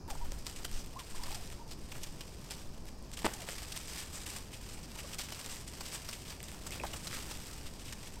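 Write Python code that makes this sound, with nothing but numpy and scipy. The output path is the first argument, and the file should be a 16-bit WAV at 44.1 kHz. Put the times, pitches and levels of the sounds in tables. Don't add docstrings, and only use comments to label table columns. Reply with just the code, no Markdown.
import sys
import numpy as np
from scipy import signal
from scipy.fft import rfft, irfft
from scipy.io import wavfile

SR = 44100
rng = np.random.default_rng(int(sys.argv[2]) if len(sys.argv) > 2 else 0)


def generate_wav(sig):
    pcm = np.round(np.clip(np.atleast_2d(sig).T, -1, 1) * 32767).astype(np.int16)
    wavfile.write(sys.argv[1], SR, pcm)


def undo_db(level):
    steps = np.asarray(level, float) / 20
    return 10 ** steps


N = 361619

# (frequency [Hz], level [dB per Hz])
LEAF_TONE = [(710, -35), (1200, -2.5), (1490, -6.5), (1790, -0.5), (2180, 0), (2980, 1), (4260, -1.5),
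             (4860, 1), (5900, -0.5), (6720, -3), (7660, 0.5), (8530, 0.5), (10500, -10.5), (13500, -7.5),
             (16000, -26)]
# (frequency [Hz], level [dB per Hz])
SOIL_TONE = [(150, -12), (400, -4), (900, -2), (1600, -4.5), (2500, -19.5)]


def evened(x):
    return x / np.sqrt(np.mean(x ** 2) + 1e-20)


def read(points, hz):
    f, value = np.transpose(points)
    return np.interp(np.log(hz + 1), np.log(f + 1), value)


def curve(rows, order):
    rows = np.array(rows)
    return np.interp(np.arange(N) / SR, rows[:, 0], rows[:, order])


def add(mix, s, sound):
    part = mix[round(s * SR):][:len(sound)]
    part += sound[:len(part)]


def coloured(x, points):
    log_gain = np.log(undo_db(read(points, abs(np.fft.fftfreq(4096, 1 / SR)))))
    phase = -signal.hilbert(log_gain).imag
    taps = np.fft.ifft(np.exp(log_gain + 1j * phase)).real[:2048]
    return signal.oaconvolve(x, taps / np.linalg.norm(taps))[:len(x)]


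def ring(x, hz, width_hz):
    return signal.lfilter(*signal.iirpeak(hz, hz / width_hz, SR), x)


def crackle(per_s, spread_db, grain_s):
    draw, size, noise = rng.random(N), rng.exponential(1, N), rng.standard_normal(N)
    snaps = (draw < per_s / SR) * undo_db(spread_db * np.minimum(size, 3))
    puffs = signal.lfilter([1], [1, -np.exp(-1 / (grain_s * SR))], snaps)
    return evened(noise * puffs)


def wander(rate_hz):
    hz = np.fft.rfftfreq(N, 1 / SR)
    return evened(irfft(rfft(rng.standard_normal(N)) / (1 + (hz / rate_hz) ** 2), N))


def air():
    # (frequency [Hz], level [dB per Hz])
    rumble = [(15, -46), (25, -13), (43, -6.5), (76, -9.5), (106, -12.5), (178, -14), (273, -19),
              (312, -19.5), (649, -26.5), (743, -28), (1010, -29), (2500, -56.5), (3250, -57), (5500, -120)]
    # (time [s], wind pressure on the microphone [dB], far wash bass [dB])
    gusts = [(0.0, -47, -83), (0.23, -31, -46.5), (0.46, -54, -50.5), (0.75, -35.5, -50), (0.96, -52, -48),
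             (1.19, -37.5, -51.5), (1.55, -48, -49.5), (2.03, -39.5, -54.5), (2.35, -54.5, -51.5),
             (2.72, -46, -52), (3.59, -54.5, -48.5), (5.09, -53, -52.5), (6.21, -55, -52), (6.87, -53, -48),
             (7.6, -48, -51.5), (8.2, -49.5, -52.5)]
    # (time [s], level [dB])
    hum_swell = [
        (6.7, -51.5),
        (7.252, -52.5),
        (7.452, -74),
        (7.5, -73),
    ]
    wash, drone, wind = rng.standard_normal((3, N))

    wash = coloured(wash, rumble)
    bass = signal.sosfilt(signal.butter(2, 110, fs=SR, output="sos"), wash)
    wash = undo_db(-49.5) * (wash - bass) + undo_db(curve(gusts, order=2)) * evened(bass)

    hum_level = undo_db(curve([(6.3, -82)] + hum_swell + [(7.6, -86)], order=1) - 2.0)
    drone = hum_level * evened(ring(drone, 157, 72))

    wind = signal.sosfilt(signal.butter(3, [3, 20], "band", fs=SR, output="sos"), wind)
    return wash + drone + undo_db(curve(gusts, order=1)) * evened(wind)


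def foliage():
    # (frequency [Hz], level [dB per Hz])
    hiss = [(880, -33), (1500, -3), (1900, -6), (2140, -18), (2320, -3), (3550, -13), (4920, 1.5),
            (6630, -5.5), (8080, -13), (16000, -20.5)]
    return undo_db(-64) * coloured(rng.standard_normal(N), hiss)


def stir():
    # (time [s], level [dB])
    bustle = [(0.0, -85), (0.07, -85), (0.13, -55.5), (1.5, -68), (1.63, -86), (1.72, -60.5), (2.02, -50.5),
              (2.25, -73), (2.8, -64), (3.1, -64), (3.3, -59), (4.4, -61), (6.35, -64), (6.53, -50),
              (7.0, -50), (7.06, -49.5), (7.45, -51), (8.2, -52.5)]
    # (peak time [s], level [dB], build [s], settle [s])
    rakes = [(.11, -54, 0.018, 0.082), (.46, -47, 0.013, 0.18), (0.652, -34, 0.005, 0.0085),
             (0.749, -53.5, 0.16, 0.68), (1.0, -44.5, 0.011, 0.049), (1.31, -47.5, 0.3, 0.27),
             (1.52, -45, 0.016, 0.047), (2.04, -53, 0.044, 0.87), (2.52, -45.5, 0.084, 0.11),
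             (2.89, -49.5, 0.04, 0.013), (3.14, -55, 0.066, 0.0091), (3.18, -47, .01, 0.47),
             (3.49, -45.5, 0.034, 1), (3.73, -48, 0.019, 0.016), (3.77, -40.5, 0.012, 0.031),
             (3.995, -44, 0.21, 0.079), (4.36, -45.5, 0.31, 0.079), (4.53, -47, 0.024, 0.058),
             (4.71, -51, 0.2, 0.23), (5.0, -42.5, 0.052, 0.027), (5.15, -49.5, 0.2, 0.041),
             (5.19, -41.5, 0.013, 0.049), (5.56, -45, 0.53, 0.069), (5.95, -45.5, 0.41, 0.058),
             (6.09, -47, 0.16, 0.27), (6.3, -45.5, 0.042, 0.065), (6.94, -59, .02, 0.098),
             (7.29, -46.5, 0.34, 0.17), (7.5, -47.5, 0.041, 0.067), (7.92, -58, 0.015, 0.13)]
    rake_db = 12
    t, power = np.arange(0, N / SR, .002), 0
    for s, db, build, settle in rakes:
        away = np.maximum((s - t) / build, (t - s) / settle)
        power = power + undo_db(2 * (db - rake_db * away))
    return np.sqrt(np.interp(np.arange(N) / SR, t, power) + undo_db(2 * curve(bustle, order=1)))


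def steps():
    # (time [s], peak [dB], leaf ring [Hz], thud [dB])
    treads = [(.079, -44, 1810, 2.5), (.1006, -30.5, 6430, -14), (.152, -51, 2500, -3),
              (.248, -42, 1580, -7), (.317, -44, 8170, -2), (.587, -42, 2640, -4),
              (.6452, -24.5, 2660, -11), (1.2335, -29.5, 4870, -9), (1.2565, -33, 2720, -7),
              (1.29, -38, 2840, -4), (1.709, -33.5, 4430, -12), (1.9165, -30.5, 2660, -11),
              (1.947, -41, 2540, -2.5), (3.417, -31.5, 2330, -20), (3.4884, -29, 1750, -10),
              (4.9865, -30.5, 2600, -10), (5.2873, -35, 2800, -10), (5.3212, -27.5, 2770, -8.5),
              (5.3896, -34, 7870, -6.5), (5.8056, -27.5, 6300, -8.5), (6.088, -25.5, 5070, -10),
              (6.319, -37, 2600, -8), (6.5165, -54, 3000, 3), (6.6647, -26.5, 7450, -9),
              (6.7505, -39, 4800, -3), (6.8348, -33, 1730, -1), (6.933, -27.5, 2950, -6.5),
              (7.3102, -29, 5150, -9), (7.6564, -35, 3270, -12)]
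    # (time [s], peak [dB], leaf ring [Hz])
    crunches = [(0.4657, -26, 4850), (.9895, -31.5, 3220), (1.097, -39, 7940), (1.149, -37, 7590),
                (1.158, -44, 3220), (1.313, -35, 4390), (2.2064, -31, 2960), (2.5073, -28, 4760),
                (3.026, -49, 5000), (3.8745, -37, 6160), (4.73, -39, 8820), (4.773, -40, 2490),
                (5.2349, -36, 5010), (5.732, -37, 5060), (6.1279, -26.5, 2500), (6.2976, -31.5, 4530),
                (6.4803, -33.5, 2800), (6.96, -31.5, 8720), (7.0443, -34, 8320), (7.07, -23, 3840),
                (7.2893, -36, 8200), (7.924, -26.5, 1850)]
    # (time [s], peak [dB], leaf ring [Hz])
    tosses = [(.385, -46, 5270), (.56, -35, 7470), (1.345, -26, 5300), (1.678, -42.5, 5000),
              (2.0333, -25, 5560), (3.1165, -56, 5200), (3.129, -33.5, 7050), (3.169, -28, 2720),
              (3.334, -27, 8550), (3.58, -31, 2170), (3.719, -26.5, 4200), (3.7613, -31, 3100),
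              (3.993, -31, 8250), (4.529, -34, 2820), (4.687, -35.5, 7070), (5.0548, -39, 5340),
              (5.13, -29, 3130), (5.677, -32.5, 8100), (5.855, -28.5, 5170), (6.43, -35.5, 7500),
              (6.8646, -30, 4000), (7.5257, -42, 4300), (7.738, -49, 4480), (7.855, -38, 3000),
              (7.88, -35.5, 2750)]
    # (time [s], peak [dB], leaf ring [Hz], length [s])
    drags = [(0.707, -37, 5820, 0.14), (3.888, -37.5, 5170, 0.095), (4.126, -32.5, 7700, 0.067),
             (4.262, -34.5, 8790, 0.057), (4.353, -36, 8290, 0.045), (4.829, -38.5, 4940, 0.027),
             (5.188, -25.5, 4270, 0.022), (5.488, -33.5, 7320, 0.06), (5.566, -43, 7120, 0.035),
             (5.928, -28.5, 7850, 0.025), (6.25, -37, 2880, .027), (6.714, -28.5, 2500, 0.029),
             (7.12, -28, 1500, 0.071)]
    crunch_thud_db, toss_thud_db, drag_thud_db = -13.5, -44, -14.5
    usual_db, usual_s, shorter_per_db = -30, 0.012, 0.75

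    quick = treads + [(*row, crunch_thud_db) for row in crunches]
    quick = quick + [(*row, toss_thud_db) for row in tosses]
    footfalls = []
    for s, db, hz, thud_db in quick:
        length = usual_s * undo_db(shorter_per_db * (usual_db - db))
        footfalls.append((s, db, hz, thud_db, length))
    return footfalls + [(s, db, hz, drag_thud_db, length) for s, db, hz, length in drags]


def under(grains, shape):
    shaped = grains * shape
    return shaped * np.linalg.norm(shape) / (np.linalg.norm(shaped) + 1e-12)


def leaves():
    level = stir() * undo_db(-4.0 + 1.12 * wander(6.4))
    top = level * crackle(per_s=1100, spread_db=-1.0, grain_s=0.003)
    top += level * undo_db(-6.5) * crackle(per_s=300, spread_db=3, grain_s=.0004)
    low = level * undo_db(-8.5) * crackle(per_s=900, spread_db=0.0, grain_s=0.0016)
    snaps = crackle(per_s=3000, spread_db=-1.0, grain_s=0.0012)
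    lumps = crackle(per_s=350, spread_db=-1.0, grain_s=0.0051)
    t = np.arange(round(.12 * SR)) / SR
    for s, db, hz, thud_db, length in steps():
        u = t / max(length, .001)
        shape = undo_db(db - 13.5) * (1 - np.exp(-u / 0.14)) * np.exp(-u ** 1.34)
        start = round(s * SR)
        part = slice(start, start + len(t))
        burst = under(snaps[part], shape)
        add(top, s, burst + undo_db(0.5) * ring(burst, hz, 0.37 * hz))
        add(low, s, undo_db(thud_db + 7.0) * under(lumps[part], shape))
    return coloured(top, LEAF_TONE) + coloured(low, SOIL_TONE)


def hens():
    # (time [s], length [s], middle [Hz], glide [Hz], level [dB])
    yelps = [(0.076, .026, 920, -130, -49), (0.1, .042, 790, -290, -46.5), (.2, .014, 830, 260, -53),
             (0.205, 0.039, 965, 0, -48), (.238, .018, 770, -240, -57), (.951, .014, 760, 400, -50),
             (.957, .028, 1060, 200, -44), (.979, .018, 1170, 60, -50), (.994, .032, 1010, -240, -50),
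             (1.144, .013, 1050, 250, -47), (1.19, .02, 980, 160, -51), (1.22, .034, 1060, 300, -49),
             (1.586, 0.05, 950, 60, -50.5), (1.662, .017, 893, -22, -56), (3.34, .032, 850, -170, -54),
             (3.385, .05, 720, -150, -55), (4.957, .017, 940, 12, -54), (5.035, 0.022, 578, -50, -49),
             (5.04, .024, 1145, -200, -56.5), (8.164, .016, 930, 10, -52)]
    # (time [s], length [s], middle [Hz], glide [Hz], level [dB])
    purr = [
        (1.207, 0.015, 880, 60, -48),
        (1.258, .016, 1020, -120, -53),
        (1.276, .017, 980, 20, -48),
        (1.296, 0.022, 763, 60, -52),
        (1.312, 0.0089, 820, 80, -56),
        (1.32, 0.019, 865, -20, -50),
        (1.344, 0.015, 845, -20, -49),
        (1.358, .03, 720, -20, -52),
        (1.381, .016, 630, -120, -54),
        (1.394, 0.022, 740, 150, -56),
    ]
    # (time [s], length [s], middle [Hz], glide [Hz], level [dB])
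    clucks = [
        (6.706, .007, 2120, -100, -47),
        (6.7988, .004, 2520, -100, -37),
        (6.8055, .003, 480, 0, -40),
        (6.814, .0032, 2480, -100, -43),
        (6.8358, .0072, 950, -300, -34),
        (6.8432, .003, 760, 0, -33),
        (6.852, .006, 760, -100, -42),
        (6.933, .006, 2900, -100, -40),
    ]
    arch_hz_per_s = 2700
    cluck_fade_db = -4
    out, unsteady = np.zeros(N), wander(120)
    for k, (s, length, middle_hz, glide_hz, db) in enumerate(clucks + yelps + purr):
        u = np.linspace(-1, 1, round(length * SR))
        hz = middle_hz + u * glide_hz / 2 - u ** 2 * arch_hz_per_s * length
        turn = 2 * np.pi * np.cumsum(hz) / SR
        if k < len(clucks):
            shape = signal.windows.tukey(len(u), .2) * undo_db(cluck_fade_db * u / 2)
        else:
            shape = signal.windows.tukey(len(u), .6)
        tone = np.sin(turn) + undo_db(-30) * np.sin(2 * turn)
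        add(out, s, undo_db(db + .4) * shape * tone)
    return out * undo_db(1.3 * unsteady)


def snap(noise, dull):
    puff = noise * np.exp(-np.arange(len(noise)) / 14)
    click = signal.lfilter([1], [1, -np.clip(dull, -.8, .9)], puff)
    return click / np.linalg.norm(click)


def pecks():
    # (time [s], peak [dB])
    beaks = [(.3202, -30), (.4494, -44), (.4672, -28), (.6519, -32), (1.0011, -33), (1.1099, -40),
             (1.2346, -35), (1.3453, -34), (2.0323, -32), (2.3476, -45), (2.4405, -40), (3.3362, -31),
             (3.7628, -35), (3.9598, -37), (4.2636, -34), (4.8319, -38), (4.9177, -41), (5.1456, -31),
             (5.1855, -31), (5.2349, -36), (5.4001, -35), (5.4619, -29), (5.887, -37), (6.097, -36),
             (6.4297, -29), (6.7076, -32), (7.0738, -35), (7.4689, -39), (7.9268, -35), (.195, -43),
             (.2493, -40), (.389, -38), (.498, -37), (.5125, -38), (.5621, -37), (.5896, -38), (.7148, -34),
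             (.8619, -38), (1.3169, -34), (1.476, -42), (1.502, -38), (2.2089, -33), (2.5087, -31),
             (2.8554, -40), (2.8818, -42), (3.4057, -36), (3.709, -38), (3.724, -32), (3.776, -30),
             (3.532, -34), (3.9909, -33), (4.1321, -34), (4.2343, -36), (5.1897, -29), (5.5599, -34),
             (3.8746, -37)]
    # (time [s], peak [dB])
    twigs = [(3.4884, -30), (3.5827, -33), (5.2874, -33), (5.305, -38), (5.347, -35), (5.4135, -35),
             (6.404, -38), (6.5175, -32), (6.836, -34), (7.1127, -34), (7.1292, -31)]
    beak_dull, twig_dull = -.3, .88
    first = [(s, -46.5 - 0.3 * (db + 30)) for s, db, *rest in steps()]
    ticks = [(*row, beak_dull) for row in beaks + first]
    ticks += [(*row, twig_dull) for row in twigs]
    out = np.zeros(N)
    for (s, db, dull), noise in zip(ticks, rng.standard_normal((len(ticks), 400))):
        add(out, s, undo_db(db + 11.5) * snap(noise, dull))
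    return coloured(out, LEAF_TONE)


def push(hz, fade):
    t = np.arange(800) / SR
    return -np.sin(2 * np.pi * hz * t) * np.exp(-t * hz * fade)


def knocks():
    # (time [s], level [dB], pitch [Hz])
    soil_knocks = [(0.154, -35, 900), (.3205, -41, 560), (3.2797, -35, 400), (3.4255, -40, 557),
                   (3.4418, -41, 1020), (3.4455, -42, 430), (3.479, -37, 950), (3.488, -34, 564),
                   (3.4955, -43, 624), (3.531, -39, 523), (6.8213, -38, 390), (6.8385, -30, 605)]
    out = np.zeros(N)
    for s, db, hz in soil_knocks:
        add(out, s, undo_db(db) * push(hz, fade=.7))
    return out


def wing():
    # (time [s], snap [dB], air push [dB], push pitch [Hz])
    feathers = [(3.2200, -43, -33, 900), (3.2315, -50, -36, 950), (3.2452, -40, -25, 750),
                (3.2458, -50, -23, 330), (3.2463, -36, -20, 900), (3.2497, -28, -19, 1150),
                (3.2503, -40, -20, 420), (3.2528, -40, -22, 950), (3.2546, -27, -28, 1500),
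                (3.2551, -50, -19, 380), (3.2590, -27, -24, 1100), (3.2635, -29, -24, 1200),
                (3.2648, -30, -11, 1050), (3.2682, -31, -21, 900), (3.2803, -42, -36, 600),
                (3.2890, -46, -33, 950)]
    out = np.zeros(N)
    for s, snap_db, push_db, hz in feathers:
        slap = coloured(snap(rng.standard_normal(800), .7), LEAF_TONE)
        shove = push(hz, 1.25) + .2 * push(1900, .66)
        add(out, s, undo_db(snap_db + 13.5) * slap + undo_db(push_db - 1.5) * shove)
    after = np.arange(round(.25 * SR)) / SR
    ruffle = crackle(per_s=700, spread_db=-2.0, grain_s=0.002)[:len(after)]
    add(out, 3.25, undo_db(-49) * np.exp(-after / .1) * coloured(ruffle, SOIL_TONE))
    return out


def scattered(x, t60s, delay_s):
    taps = np.zeros(SR // 2)
    at = np.arange(round(delay_s * SR), SR // 2 - 20, 20)
    taps[at + rng.integers(0, 20, len(at))] = rng.choice([-1., 1.], len(at))
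    hz, t, z = signal.stft(taps, SR, nperseg=256)
    fading = undo_db(-60 * t / read(t60s, hz)[:, None])
    tail = signal.istft(z * fading, SR, nperseg=256)[1]
    return signal.oaconvolve(x, tail / np.linalg.norm(tail))[:N]


def scene():
    # (frequency [Hz], t60 [s])
    wood = [(300, 0.42), (1000, 0.25), (4000, 0.55), (12000, 0.25)]
    # (frequency [Hz], level against the sum [dB])
    ports = [(60, -42.5), (150, -40.5), (380, -27.5), (950, -28), (2380, -26.5), (5980, -34), (15000, -16)]
    flock = leaves() + pecks() + hens() + wing() + knocks()
    mid = flock + undo_db(-15) * scattered(flock, wood, .009) + foliage() + air()
    smeared = scattered(mid, [(100, .02), (10000, .02)], 0)
    side = irfft(rfft(smeared) * undo_db(read(ports, np.fft.rfftfreq(N, 1 / SR))), N)
    return np.array([mid + side, mid - side])


def band_limit(x):
    return signal.sosfilt(signal.butter(12, 16470, fs=SR, output="sos"), x)


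def record(dry):
    edge = signal.firwin(511, 15900, window=("kaiser", 9), fs=SR)
    mix = signal.oaconvolve(dry, edge[None], "same")
    return band_limit(mix)


dry = scene()
out = record(dry)
generate_wav(out)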